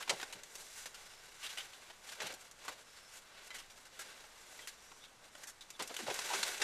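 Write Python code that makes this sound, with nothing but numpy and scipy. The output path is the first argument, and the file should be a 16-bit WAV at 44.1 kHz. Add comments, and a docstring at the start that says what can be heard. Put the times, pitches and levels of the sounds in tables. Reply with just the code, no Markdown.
"""A wooden hutch outdoors, where rabbits shuffle close by over dry hay and a wire floor.
Stalks slide and snap in swarms of tiny fractures, which the hutch colours with a short hollow ring.
Paws bump the boards and pluck the mesh; thin far whistles, perhaps birds, sound over a faint hush.
Near the end a hand-held camera pushes past fur into the hay, and its case is scratched and rubbed."""
import sys
import numpy as np
from scipy import signal
from scipy.fft import rfft, irfft, next_fast_len
from scipy.io import wavfile
from scipy.ndimage import uniform_filter1d

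SR = 44100
rng = np.random.default_rng(int(sys.argv[2]) if len(sys.argv) > 2 else 0)


def unload_audio(sound):
    """Save the sound as a 16-bit wav file, at the path given as the first command line argument."""
    columns = np.transpose(np.atleast_2d(sound))
    # keep every value between -1 and 1, then stretch to whole-number steps
    steps = np.round(np.clip(columns, -1, 1) * 32767)
    wavfile.write(sys.argv[1], SR, steps.astype(np.int16))


N = 292383

# Still outdoor air. Each row: frequency in Hz, relative spectral level in dB.
AIR_SPECTRUM = [(4, -10), (15, 15), (28, 2.5), (70, -2), (150, -2.5), (300, -3.5), (600, -1.5), (1200, 0),
                (2500, -7.5), (5000, -10.5), (8000, -11.5), (13500, -25)]
# Far whistles. Each row: start in seconds, length in seconds, pitch in Hz, level in dB.
FAR_WHISTLES = [(1.0, 0.25, 5300, -69), (2.801, 0.4, 5300, -68.5), (4.615, 0.054, 3180, -60.5),
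                (4.705, 0.41, 5760, -71), (4.7, 0.33, 7450, -75), (5.002, .06, 3520, -65),
                (5.734, 0.037, 3500, -62)]
# Rubs of the hand on the camera. Each row: start in seconds, length in seconds, first pitch in Hz,
# last pitch in Hz, relative level in dB.
GRIP_RUBS = [(5.972, .06, 450, 350, -51), (5.999, 0.078, 320, 221, -53.5), (6.082, 0.06, 430, 385, -49.5),
             (6.213, 0.086, 375, 345, -62), (6.312, 0.079, 381, 357, -50.5), (6.34, .13, 240, 235, -63.5)]
# Soft blows on boards and case. Each row: start in seconds, relative level in dB, centre in Hz.
SOFT_BUMPS = [(0.102, -35, 630), (0.1211, -42, 640), (0.124, -52.5, 170), (0.35, -57.5, 171),
              (2.214, -45, 650), (2.234, -53, 150), (2.325, -56, 420), (2.691, -52, 478), (5.805, -48, 243),
              (5.901, -46.5, 376), (6.078, -36.5, 605), (6.08, -53, 150), (6.111, -47.5, 426),
              (6.33, -41.5, 750), (6.618, -44, 447)]
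# Paws plucking the wire floor. Each row: start in seconds, relative level in dB.
WIRE_PLUCKS = [(0.2, -47), (3.505, -41), (3.545, -48), (3.584, -50), (3.995, -56), (4.592, -62)]
# Modes of the wire floor. Each row: frequency in Hz, relative level in dB, seconds to decay by 60 dB.
WIRE_MODES = [(1366, -12, .07), (2000, -5.5, 0.24), (2100, -11.5, 0.12), (3150, -6, .08), (3890, -4, 0.052)]
# Resonances of the hutch. Each row: frequency in Hz, bandwidth in Hz, gain in dB re the direct sound.
HUTCH_MODES = [(410, 160, 1.5), (656, 70, -22), (770, 48, -7), (1530, 320, -8.5), (2127, 43, -19)]
# Dry stalks cracking. Each row: frequency in Hz, relative spectral level in dB.
STRAW_SPECTRUM = [(40, -34), (120, -15.5), (250, -11), (500, -3.5), (900, 0.5), (1250, -0.5), (2000, 1.5),
                  (3200, 1.5), (4500, -0.5), (7000, -1.5), (9500, -6.5), (13500, -13.5)]
# Single stalks breaking. Each row: start in seconds, peak level in dB.
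STALK_SNAPS = [(0.0269, -32), (0.097, -31), (0.232, -31.5), (0.435, -45), (0.858, -34), (1.4704, -46),
               (1.493, -41), (1.585, -30), (3.5432, -39), (4.674, -27), (5.352, -45), (5.7055, -51),
               (5.876, -35), (5.9675, -25.5), (6.1426, -27), (6.4295, -21)]
# Tufts crushed or scraped in one go. Each row: start in seconds, length in seconds, relative level
# in dB, treble in dB re the middle band, resonance in Hz, resonance gain in dB.
TUFT_CRUNCHES = [(0.007, 0.01, -46.5, -11, 1160, 6), (0.025, 0.0063, -42, -13, 2600, -2),
                 (0.076, 0.014, -45.5, -10, 1050, 9), (0.094, 0.012, -30, -3.5, 2120, 2),
                 (0.199, 0.0043, -42.5, -8, 1850, 7), (0.214, 0.0048, -42.5, -5, 2100, -3),
                 (0.228, 0.005, -39, -8.5, 1000, -8), (0.325, 0.013, -47.5, -1, 2800, 0),
                 (0.434, 0.0032, -49.5, 4.5, 7000, 4), (0.553, .007, -51.5, 6.5, 1000, -12),
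                 (0.857, .016, -50, 2, 1010, -10), (0.943, 0.017, -52.5, -1.5, 5160, -10),
                 (1.429, 0.043, -47, -7, 2810, 7), (1.463, 0.014, -47, -8, 3330, 20),
                 (1.492, .018, -51.5, -4, 3130, 15), (1.573, 0.022, -42.5, -7.5, 2980, 11),
                 (1.601, 0.0094, -44, -16, 3070, 13), (1.732, 0.0054, -51, -9, 3150, -4),
                 (1.899, .012, -52.5, -9, 870, 5), (2.089, 0.0094, -47.5, -3.5, 3000, -4),
                 (2.12, .017, -49.5, -4.5, 1600, -10), (2.202, 0.011, -40.5, -8.5, 2190, 5),
                 (2.218, 0.014, -43.5, -5, 1300, -10), (2.266, .01, -46, -0.5, 2900, -10),
                 (2.287, 0.027, -54, -14, 1200, -8), (2.323, 0.0061, -53, 3.5, 700, -10),
                 (2.338, .008, -54.5, 6.5, 1200, -10), (2.407, .009, -64.5, 8, 1000, -10),
                 (2.512, 0.004, -58, 8, 6400, -15), (2.649, 0.012, -53.5, 0, 1020, 20),
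                 (2.68, 0.015, -41.5, -6.5, 1120, 15.5), (3.504, 0.014, -51, -9, 2030, 1),
                 (3.544, .026, -50.5, -0.5, 2090, -2), (3.584, 0.021, -53, -.5, 3100, 2),
                 (3.699, 0.026, -60.5, 0, 3150, -10), (3.775, .005, -57.5, -4, 1350, 17),
                 (3.852, 0.022, -59.5, -0.5, 1430, -10), (3.991, 0.034, -49.5, 0.5, 1670, 7),
                 (4.24, .005, -55, -12, 704, 11), (4.59, 0.0051, -47, -14, 2080, 8),
                 (4.673, .023, -52, 3, 4320, 2), (4.916, .006, -54, -9, 805, 13),
                 (5.037, 0.023, -55.5, -9, 3550, 8), (5.351, 0.0033, -49, -6, 850, 5),
                 (5.434, 0.0076, -49.5, 1.5, 1730, 15), (5.471, 0.034, -56.5, 6.5, 1550, 9),
                 (5.608, 0.018, -54.5, -1.5, 3700, 15), (5.703, .004, -49.5, 4.5, 7300, -4),
                 (5.793, 0.0071, -45, -5, 1100, -8), (5.798, .017, -41, -9, 990, 5),
                 (5.822, 0.0068, -46, 6.5, 700, -15), (5.875, 0.0039, -54.5, 12, 5450, -10),
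                 (5.895, 0.022, -50.5, -15, 730, 8), (5.941, 0.0086, -46, -1.5, 2000, -9),
                 (5.965, .002, -35.5, -6, 2950, 8), (5.989, .017, -46.5, -4, 900, -13),
                 (6.066, 0.029, -46, -15, 694, 8), (6.1, 0.014, -40, -9, 740, -2),
                 (6.143, 0.0036, -44, -1, 2090, -10), (6.19, 0.0055, -39, 0, 1020, 10),
                 (6.3, 0.037, -42.5, -8, 827, 16), (6.334, 0.018, -38, -4, 1070, 5),
                 (6.43, 0.0054, -31, -2, 4200, 1), (6.488, .008, -45.5, 1, 700, -5),
                 (6.579, .003, -44.5, -1, 2600, 12), (6.6, 0.018, -45.5, -4, 750, -3),
                 (6.616, 0.014, -32, -4.5, 1700, 5)]
# Steady contact with the hay, faint until the camera pushes in. Each row: time in seconds, relative
# level in dB.
HAY_CONTACT = [(0, -63), (0.3, -62), (0.5, -64), (1.3, -60.5), (2.0, -66.5), (2.55, -68), (3.0, -63.5),
               (3.25, -65), (3.92, -67.5), (4.2, -60.5), (4.65, -63.5), (5.18, -70), (5.78, -65.5),
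               (5.9, -57), (6.02, -51.5), (6.18, -46), (6.5, -42.5), (6.63, -51.5)]
# Shuffles of a rabbit. Each row: midpoint in seconds, length in seconds, relative level in dB, then
# body and treble, both in dB re the middle band.
RABBIT_SHUFFLES = [(0.005, 0.036, -51.5, -12, -2), (0.173, 0.18, -54.5, -3, -3),
                   (0.368, 0.091, -58, -4, -7), (0.599, 0.14, -58.5, -5.5, 4.5),
                   (0.776, 0.13, -55, -17, 3.5), (1.015, 0.097, -60.5, -9, -1.5),
                   (1.477, 0.11, -49, -28, -3), (1.596, .12, -53.5, -14, -2),
                   (1.804, 0.19, -61, -9.5, -4.5), (2.115, .12, -56, -10, -1),
                   (2.268, .11, -47.5, -6, -8.5), (2.429, 0.076, -60.5, -10, -0.5),
                   (2.686, 0.12, -55, -7.5, -5), (2.8, 0.05, -60, -5, -2.5), (2.987, 0.038, -59, -11, -4),
                   (3.16, 0.066, -57.5, -16, 2), (3.368, 0.16, -59.5, -10, -27), (3.47, .05, -62, -13, 2.5),
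                   (3.58, 0.11, -56.5, -14, -7), (3.794, .09, -64, -8, 1), (4.06, 0.2, -57.5, -9, -5),
                   (4.55, 0.19, -62.5, -4, 2.5), (4.914, 0.26, -68, -5, 1), (5.257, 0.055, -63, -3, -3),
                   (5.426, 0.1, -61, -4.5, 1.5), (5.835, 0.037, -53, -2, -9)]

LN_1000 = np.log(1000)  # exponent of a 60 dB decay


def undb(db):
    """Amplitude ratio for a level in decibels."""
    return 10 ** (np.asarray(db) / 20)


def unit(x):
    """Normalisation to an rms of one."""
    return x / np.sqrt(np.mean(x ** 2) + 1e-20)


def add(out, start, x):
    """Superposition of x on out from a start in seconds."""
    i = int(np.clip(start * SR, 0, N - 1))
    out[i:i + len(x)] += x[:N - i]


def shape(x, response):
    """Linear filtering: the spectrum of x is multiplied by a frequency response."""
    size = next_fast_len(len(x) + 4096)
    f = np.maximum(np.arange(size // 2 + 1) * SR / size, 1)
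    return irfft(rfft(x, size) * response(f), size)[:len(x)]


def spectrum(f, points):
    """Gain at f, interpolated between (Hz, dB) points on logarithmic axes."""
    hz, db = np.transpose(points)
    return undb(np.interp(np.log(f), np.log(hz), db))


def mode(f, hz, width):
    """Response of a damped resonator, unity at its centre."""
    return 1 / (1 + 1j * (f * f - hz * hz) / (f * width))


def below(f, hz):
    """Low-pass response falling 36 dB an octave."""
    return 1 / (1 + (f / hz) ** 6)


def bands(x, body_hz=900, treble_hz=5000):
    """Crossover into body, middle and treble, each with an rms of one."""
    return (unit(shape(x, lambda f: below(f, body_hz))),
            unit(shape(x, lambda f: below(f, treble_hz) - below(f, body_hz))),
            unit(shape(x, lambda f: 1 - below(f, treble_hz))))


def wander(rate):
    """Random modulation: straight lines join Gaussian values, rate of them a second."""
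    step = int(SR / rate)
    return uniform_filter1d(np.repeat(rng.standard_normal(N // step + 1), step), step)[:N]


def cracks(n, rate, spread_db):
    """Brittle fracture as a Poisson process: rate impulses a second, many faint and a few strong."""
    happens = rng.random(n) < rate / SR
    strength = np.minimum(rng.exponential(size=n), 4.5)
    return happens * rng.choice([-1, 1], n) * undb(spread_db * strength)


def straw_in_hutch(x, early_db, early_t60=0.045, late_db=-7.0, late_t60=0.18):
    """Source and filter: straw and hutch modes colour x, and the near boards add reverberation."""
    def colour(f):
        resonances = sum(undb(db) * mode(f, hz, width) for hz, width, db in HUTCH_MODES)
        return spectrum(f, STRAW_SPECTRUM) * (1 + resonances)
    t = np.arange(SR // 4) / SR
    early, late = (unit(rng.standard_normal(len(t)) * np.exp(-LN_1000 * t / t60) * (t > .0008))
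                   for t60 in (early_t60, late_t60))
    echoes = (undb(early_db) * early + undb(late_db) * late) / np.sqrt(len(t))
    echoes[0] = 1  # direct sound
    return signal.fftconvolve(shape(x, colour), echoes)[:len(x)]


def air(level_db=-64):
    """Stationary ambient noise: a faint outdoor hush with a little rumble."""
    return undb(level_db) * unit(shape(rng.standard_normal(N), lambda f: spectrum(f, AIR_SPECTRUM)))


def whistles(width_share=0.11):
    """Narrow-band noise: high notes, smeared by distance into a soft hiss."""
    out = np.zeros(N)
    for start, length, hz, level_db in FAR_WHISTLES:
        n = int(length * SR)
        note = unit(shape(rng.standard_normal(n), lambda f: mode(f, hz, width_share * hz) ** 2))
        add(out, start, undb(level_db) * note * signal.windows.tukey(n, .5))
    return out


def grip_rubs(width_hz=82.0, gain_db=-3.0):
    """Cavity resonance: friction rings the hollow between hand and camera, falling as the grip shifts."""
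    out = np.zeros(N)
    for start, length, first_hz, last_hz, level_db in GRIP_RUBS:
        n = int(length * SR)
        friction = rng.standard_normal(n) + 1j * rng.standard_normal(n)
        ring = signal.sosfilt(signal.butter(2, width_hz / 2, fs=SR, output="sos"), friction)
        slide = np.exp(2j * np.pi * np.cumsum(np.linspace(first_hz, last_hz, n)) / SR)
        add(out, start, undb(level_db + gain_db) * unit(np.real(ring * slide) * np.hanning(n)))
    return out


def bumps(rise_s=0.0016, decay_s=0.017, width_share=0.98, gain_db=-13.5):
    """Modal overlap: padded blows excite many damped modes of boards and case, merging into a thud."""
    out = np.zeros(N)
    t = np.arange(SR // 6) / SR
    for start, level_db, hz in SOFT_BUMPS:
        shake = rng.standard_normal(len(t)) * (1 - np.exp(-t / rise_s)) * np.exp(-t / decay_s)
        thud = unit(shape(shake, lambda f: mode(f, hz, width_share * hz) ** 2))
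        add(out, start, undb(level_db + gain_db) * thud)
    return out


def wire_pings(detune=0.017, gain_db=-3.):
    """Free vibration: the plucked mesh rings, damped by hay, each spot tuned a little differently."""
    out = np.zeros(N)
    t = np.arange(SR // 5) / SR
    for start, level_db in WIRE_PLUCKS:
        for hz, mode_db, t60 in WIRE_MODES:
            spot_hz = hz * (1 + detune * rng.standard_normal())
            ping = np.sin(2 * np.pi * spot_hz * t) * np.exp(-LN_1000 * t / t60)
            add(out, start, undb(level_db + mode_db + gain_db) * ping)
    return out


def snaps(crack_s=0.00018, low_cut_hz=600.):
    """Impulse excitation: one thin stalk breaks close by and the hutch responds."""
    out = np.zeros(N)
    t = np.arange(SR // 10) / SR
    for start, peak_db in STALK_SNAPS:
        fracture = rng.standard_normal(len(t)) * np.exp(-t / crack_s)
        snap = straw_in_hutch(fracture, early_db=-1.0, early_t60=0.072)
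        snap = shape(snap, lambda f: 1 / (1 + low_cut_hz / (1j * f)))
        add(out, start, undb(peak_db) * snap / np.abs(snap).max())
    return out


def crunches(rise_s=0.00035, release_s=0.0035, sag=0.48, width_share=0.17, gain_db=-1.0):
    """Forced resonance: a paw or the camera crushes a tuft, whose cracks ring the stalks and wire."""
    out = np.zeros(N)
    t = np.arange(SR // 5) / SR
    for start, length, level_db, treble_db, ring_hz, ring_db in TUFT_CRUNCHES:
        fade = np.exp(-sag * np.minimum(t / length, 1) - np.maximum(t - length, 0) / release_s)
        push = (1 - np.exp(-t / rise_s)) * fade
        burst = cracks(len(t), rate=9000., spread_db=1.64) * push
        burst = shape(burst, lambda f: 1 + undb(ring_db) * mode(f, ring_hz, width_share * ring_hz))
        if level_db > -41.5:  # heavy pushes break thick stalks, which have less fizz at the top
            burst = shape(burst, lambda f: below(f, hz=10900.))
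        body, middle, treble = bands(straw_in_hutch(burst, early_db=-6.0, early_t60=0.049, late_db=-9.5))
        body_db = -6.5 - 8.5 * np.log2(ring_hz / 1000)  # thick stalks ring lower and have more body
        gain = undb(level_db + gain_db) * np.sqrt(length / t[-1])  # energy grows with the push's length
        add(out, start, gain * (middle + undb(body_db) * body + undb(treble_db) * treble))
    return out


def rustle(patches=4, cracks_per_s=11000., catch_db=1.78, tick_db=-11.0, gain_db=-1.0):
    """Stick-slip friction: stalks catch on each other and on fur; shuffles add to the contact's power."""
    t = np.arange(N) / SR
    contact_db = np.interp(t, *np.transpose(HAY_CONTACT))
    band_power = undb(contact_db + np.array([[-10.5], [0], [-2]])) ** 2  # body, middle, treble
    for midpoint, length, level_db, body_db, treble_db in RABBIT_SHUFFLES:
        near = np.abs(t - midpoint) < 2 * length
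        swell = np.exp(-np.abs(2 * (t[near] - midpoint) / length) ** 1.94)
        band_power[:, near] += swell * undb(level_db + np.array([[body_db], [0], [treble_db]])) ** 2
    # each patch of bedding has its own paths to the boards
    sliding = sum(straw_in_hutch(cracks(N, cracks_per_s / patches, spread_db=2.5), early_db=1.5)
                  for _ in range(patches))
    ticks = straw_in_hutch(cracks(N, rate=40., spread_db=1.5), early_db=4.0)  # stalks springing free
    hay = unit(sliding) * undb(catch_db * wander(rate=70)) + undb(tick_db) * unit(ticks)
    return undb(gain_db) * np.sum(np.sqrt(band_power) * bands(hay), axis=0)


def scene():
    """Superposition: the pressures of all sources add at one point."""
    return (air() + whistles() + grip_rubs() + bumps() + wire_pings() + snaps() + crunches()
            + rustle())[None]


def record(dry):
    """Band limiting: a steep low-pass removes the treble above 14 kHz."""
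    return signal.sosfilt(signal.ellip(12, .1, 80, 14000, fs=SR, output="sos"), dry)


dry = scene()
out = record(dry)
unload_audio(out)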